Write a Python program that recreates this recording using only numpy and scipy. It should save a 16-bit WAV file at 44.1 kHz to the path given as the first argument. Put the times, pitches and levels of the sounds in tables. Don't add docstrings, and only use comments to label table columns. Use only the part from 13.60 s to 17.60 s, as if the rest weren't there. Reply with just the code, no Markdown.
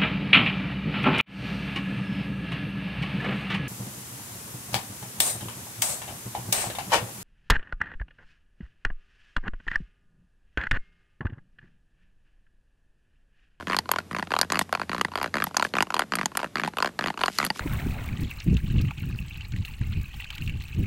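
import sys
import numpy as np
from scipy import signal
from scipy.fft import rfft, irfft
from scipy.io import wavfile

SR = 44100
rng = np.random.default_rng(int(sys.argv[2]) if len(sys.argv) > 2 else 0)


def store_wav(level_fs):
    pcm = np.round(np.clip(np.atleast_2d(level_fs), -1, 1) * 32767)
    wavfile.write(sys.argv[1], SR, pcm.T.astype(np.int16))


N = 176400
SIZE = 4096
TIME = np.arange(N) / SR
KNOCK_HZ = np.maximum(np.arange(SIZE // 2 + 1) * SR / SIZE, 1)

# t/s, level/dB of the middle tones
PUSHES = [(0.0712, -31.5), (0.082, -35.5), (0.0986, -26.5), (0.1107, -28.5), (0.1212, -27.5),
          (0.1317, -23.5), (0.1457, -23.5), (0.1662, -25.5), (0.1876, -23.5), (0.5117, -33), (0.548, -27.5),
          (0.565, -29.0), (0.586, -30), (0.5959, -30), (0.6259, -26.5), (0.9016, -29.5), (0.9208, -22),
          (0.9338, -30), (0.9448, -29), (0.9564, -25.5), (0.9715, -27.5), (0.9922, -22), (1.0127, -23.5),
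          (1.2948, -30.5), (1.3166, -30.5), (1.3312, -28), (1.3472, -27.5), (1.3812, -31), (1.4118, -20),
          (1.4487, -22.5), (1.7415, -24), (1.755, -27.5), (1.7692, -25.5), (1.7833, -31.5), (1.8015, -28.5),
          (1.8221, -21.5), (1.8412, -27), (1.8687, -31), (2.1383, -29), (2.1535, -27), (2.1678, -25.0),
          (2.1851, -20.5), (2.2061, -20.5), (2.2246, -20.5), (2.5213, -24.5), (2.5365, -25.5),
          (2.554, -27.5), (2.5867, -27), (2.5923, -32.5), (2.6127, -25.0), (2.6317, -32.5), (2.6576, -25.5),
          (2.9565, -24.5), (2.9701, -28.5), (2.9826, -33.5), (2.9975, -25.5), (3.0359, -25), (3.048, -31),
          (3.0604, -35), (3.0761, -25), (3.391, -24.0), (3.4101, -29.5), (3.4239, -32), (3.4407, -28.5),
          (3.4604, -26.5), (3.4721, -31), (3.4833, -29.5), (3.5023, -26), (3.7871, -22.5), (3.8007, -22.5),
          (3.8141, -30), (3.8285, -25.5), (3.8421, -28.5), (3.8497, -31.5), (3.8652, -35), (3.9027, -23.0)]
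# t/s, level/dB of the middle tones
PULLS = [(0.0084, -37.5), (0.2913, -26.0), (0.3147, -20.5), (0.337, -27.5), (0.3607, -25.5),
         (0.3855, -24.5), (0.7061, -32.5), (0.7187, -25.0), (0.7384, -20.5), (0.765, -21.5),
         (0.7888, -23.5), (0.8133, -23), (0.8303, -26.5), (1.1268, -21), (1.1508, -23), (1.197, -29.5),
         (1.2161, -25.5), (1.5178, -37), (1.5557, -25), (1.5756, -29.5), (1.5854, -34), (1.6143, -26),
         (1.6291, -28.5), (1.6429, -26), (1.66, -30.5), (1.9446, -32.5), (1.9675, -21), (1.997, -22.5),
         (2.0253, -19), (2.0497, -23.5), (2.3039, -27.5), (2.3413, -21.5), (2.3658, -25.5), (2.394, -19),
         (2.4067, -30.5), (2.4199, -25), (2.752, -32), (2.7728, -24), (2.792, -32.5), (2.8, -32.5),
         (2.8305, -28), (2.844, -29), (3.1701, -29.5), (3.1852, -26), (3.2031, -27), (3.2253, -19.0),
         (3.2462, -23.5), (3.2594, -28), (3.274, -29.5), (3.5753, -32.0), (3.5919, -37), (3.6093, -31.5),
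         (3.6143, -27), (3.6363, -19), (3.659, -27), (3.6815, -21.5), (3.9941, -29)]
# f/Hz, then relative level/dB at push start, push end, pull start, pull end
BODY_RING = [(95, -19.5, -10, -26.5, -20), (180, 3.5, 6, -8, -1), (486, -6.5, -8.5, -5.5, -2.5),
             (602, -4.5, -7, -3.5, 2.5), (870, -6, 6.5, 0, -3.5), (1012, 2.5, 1, 5.5, -1),
             (1274, 2.5, -14, -0.5, -4), (1390, -2, -3.5, 0.5, 2.5), (1910, -1.5, 0.5, -9, -1),
             (2340, -6, -15, -9.5, -6.5)]
# f/Hz, relative level/dB
HIGH_RING = [(2750, -8.5), (3300, -13), (3700, -18.5), (4500, -12.5), (5600, -29), (6700, -23), (7900, -33),
             (9200, -27), (10200, -41.5), (11500, -30), (13000, -44.5)]
# t/s, level/dB, f/Hz of the boosted ring
FIBRE_SNAPS = [(0.1663, -27, 4700), (0.1881, -23.5, 4800), (0.3156, -21, 11900), (0.3876, -35.5, 4500),
               (0.7888, -26.5, 4500), (0.8137, -17, 4850), (0.9213, -26.5, 7400), (0.9919, -23.0, 9000),
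               (1.1269, -38.5, 4300), (1.4134, -29, 2900), (1.6294, -34, 2770), (1.8403, -26.5, 11800),
               (1.9692, -19.5, 5900), (2.2245, -28.5, 6500), (2.3435, -29, 4250), (2.3932, -25.5, 2940),
               (2.5549, -28, 9100), (2.6581, -23.5, 6800), (2.7717, -25.0, 9450), (3.6603, -31.5, 4580),
               (3.786, -22, 4970), (3.8494, -27, 11500), (3.865, -33, 11400)]
# f/Hz, relative level/dB
RUB_TONE = [(1500, 6), (4500, -5), (13000, -17)]
# t/s of the middle, half length/s, level/dB
SMOOTH_SLIDES = [(1.015, 0.016, -40), (1.873, 0.013, -46.5), (2.051, 0.049, -47.5), (3.68, 0.064, -54),
                 (3.791, 0.075, -44), (3.973, 0.028, -43)]
# f/Hz, relative level/dB
AIR_TONE = [(25, -38), (50, -6.5), (200, 2.5), (450, -7), (1200, -16), (13000, -29.5)]
# t/s, level/dB
HUM_FADE = [(0, -50.5), (1.85, -53), (2.4, -73)]

MID_LOW_HZ, MID_HIGH_HZ = 700, 2500
LEVEL_SPAN_S = .01
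STROKE_GAP_S = .07
CRUNCH_DB, CRUNCH_S = -3, .0027


def rasp(skim_db=-37.5, skim_gap_s=.024, touch_db=-42, touch_gap_s=.017):
    out = np.zeros(N)
    _, push_start, push_end, pull_start, pull_end = np.transpose(BODY_RING)
    for notches, start, end in ((PUSHES, push_start, push_end), (PULLS, pull_start, pull_end)):
        for stroke in strokes(notches):
            times = stroke[:, 0]
            for s, db in stroke:
                along = (s - times[0]) / max(np.ptp(times), STROKE_GAP_S)
                ring_db = start + (end - start) * along ** 5.3
                add(out, s, knock(db, ring_db))
            for before, after in zip(times, times[1:-1]):
                if after - before > skim_gap_s:
                    add(out, (before + after) / 2, knock(skim_db, start))
    for stroke in strokes(PULLS):
        add(out, stroke[0, 0] - 2 * touch_gap_s, knock(touch_db, pull_start))
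        add(out, stroke[-1, 0] + touch_gap_s, knock(touch_db, pull_end))
    return out


def knock(level_db, ring_db, pitch_wander=.015, bounce_chance=.25, bounce_db=-7):
    body_hz = np.array(BODY_RING)[:, 0]
    ring = np.vstack([np.column_stack([body_hz, ring_db]), HIGH_RING])
    tone_db = at_hz(ring, KNOCK_HZ * np.exp(pitch_wander * rng.standard_normal()))
    lows = 1 / (1 + (2 * KNOCK_HZ / MID_LOW_HZ) ** 4)
    thud_db = lows * (-26 - level_db)
    body = ringing(tone_db + thud_db + contact_colour(lows))
    bounce_s = .002 * (.5 + rng.random())
    bounce = (rng.random() < bounce_chance) * np.exp(-2j * np.pi * KNOCK_HZ * bounce_s)
    crunch = (1 - lows) * rfft(burst(CRUNCH_S, SIZE))
    contact = 1 + from_db(bounce_db) * bounce + from_db(CRUNCH_DB) * crunch
    bass_cut = np.minimum(KNOCK_HZ / body_hz[0], 1) ** 2
    spectrum = body * contact * bending_delay() * bass_cut
    mids = irfft(spectrum * (KNOCK_HZ > MID_LOW_HZ) * (KNOCK_HZ < MID_HIGH_HZ))
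    return gain_to(level_db, mids) * irfft(spectrum)[:SIZE // 2]


def contact_colour(lows, spread_db=2, treble_db=3.5):
    treble = np.clip(np.log(KNOCK_HZ / 1260) / np.log(8850 / 1260), 0, 1)
    bar_scale = np.sqrt(KNOCK_HZ / KNOCK_HZ[-1])
    ripple = np.interp(bar_scale, np.linspace(0, 1, 48), rng.standard_normal(48))
    return ripple * (spread_db * (1 - lows) + treble_db * treble)


def bending_delay(travel_at_1khz_s=.0043, top_hz=2028):
    travel_s = travel_at_1khz_s * np.sqrt(1000 / np.minimum(KNOCK_HZ, top_hz))
    cycles = np.cumsum(travel_s - travel_s.min()) * SR / SIZE
    return np.exp(-2j * np.pi * cycles)


def snaps(tilt_db_per_octave=9, peak_db=11.5, width_octaves=.36, decay_s=.00058):
    out = np.zeros(N)
    for s, db, hz in FIBRE_SNAPS:
        octaves = np.log2(KNOCK_HZ / hz)
        boost_db = peak_db * np.exp(-(octaves / width_octaves) ** 2)
        tone_db = at_hz(HIGH_RING, KNOCK_HZ) + tilt_db_per_octave * octaves + boost_db
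        crackle = burst(decay_s, SIZE) + from_db(CRUNCH_DB) * burst(CRUNCH_S, SIZE)
        sound = butter(irfft(ringing(tone_db) * rfft(crackle)), MID_HIGH_HZ, "high")
        add(out, s, gain_to(db, sound) * sound)
    return out


def rub(level_db=-43, fade_s=.016, grain_db=5, slide_hz=3500):
    contact = np.zeros(N)
    for s, _ in [*PUSHES, *PULLS]:
        add(contact, s, np.exp(-TIME[:SIZE] / fade_s))
    flutter = rms_one(butter(rng.standard_normal(N), 280, "low"))
    hiss = rms_one(noise(RUB_TONE) * from_db(grain_db * flutter))
    slides = sum(from_db(db) * np.exp(-((TIME - s) / half_s) ** 2) for s, half_s, db in SMOOTH_SLIDES)
    return from_db(level_db) * contact * hiss + slides * rms_one(butter(hiss, slide_hz, "high"))


def echo(x, gain_db=-40, fade_60db_s=.45, dull_hz=5100):
    tail = burst(fade_60db_s / np.log(1000), SR // 2)
    return from_db(gain_db) * butter(signal.fftconvolve(x, tail)[:N], dull_hz, "low", order=1)


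def distant_hum(pitch_hz=90, wobble_hz=2):
    wobble = rms_one(butter(rng.standard_normal(N), 5.5, "low"))
    tone = np.sqrt(2) * np.sin(2 * np.pi * np.cumsum(pitch_hz + wobble_hz * wobble) / SR)
    return tone * from_db(np.interp(TIME, *np.transpose(HUM_FADE)))


def outdoor_air(level_db=-50):
    return from_db(level_db) * noise(AIR_TONE)


def strokes(notches):
    rows = np.array(notches)
    return np.split(rows, np.flatnonzero(np.diff(rows[:, 0]) > STROKE_GAP_S) + 1)


def ringing(db):
    cepstrum = irfft(np.log(from_db(db)))
    cepstrum[1:SIZE // 2] *= 2
    cepstrum[SIZE // 2 + 1:] = 0
    return np.exp(rfft(cepstrum))


def burst(decay_s, size):
    x = rng.standard_normal(size) * np.exp(-TIME[:size] / decay_s)
    return x / np.linalg.norm(x)


def noise(tone):
    gains = from_db(at_hz(tone, np.arange(N // 2 + 1) * SR / N))
    return rms_one(irfft(rfft(rng.standard_normal(N)) * gains, N))


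def at_hz(tone, hz):
    f, db = np.transpose(tone)
    return np.interp(np.log(np.maximum(hz, 1)), np.log(f), db)


def gain_to(db, sound):
    return from_db(db) * np.sqrt(LEVEL_SPAN_S * SR) / np.linalg.norm(sound)


def from_db(db):
    return 10 ** (np.asarray(db) / 20)


def rms_one(x):
    return x / np.sqrt(np.mean(x ** 2) + 1e-20)


def butter(x, hz, kind, order=2):
    return signal.sosfilt(signal.butter(order, hz, kind, fs=SR, output="sos"), x)


def add(track, s, sound):
    i = int(np.clip(s * SR, 0, N - 1))
    track[i:i + len(sound)] += sound[:N - i]


def scene(width_db=-16, width_hz=5000, smear_s=.00135):
    wood = rasp() + snaps() + rub()
    centre = wood + echo(wood) + distant_hum() + outdoor_air()
    smeared = signal.fftconvolve(centre, burst(smear_s, SIZE))[:N]
    side = from_db(width_db) * butter(smeared, width_hz, "high", order=1)
    return np.array([centre + side, centre - side])


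def record(dry, cutoff_hz=13150):
    return signal.sosfilt(signal.ellip(10, .3, 70, cutoff_hz, fs=SR, output="sos"), np.tanh(dry))


dry = scene()
out = record(dry)
store_wav(out)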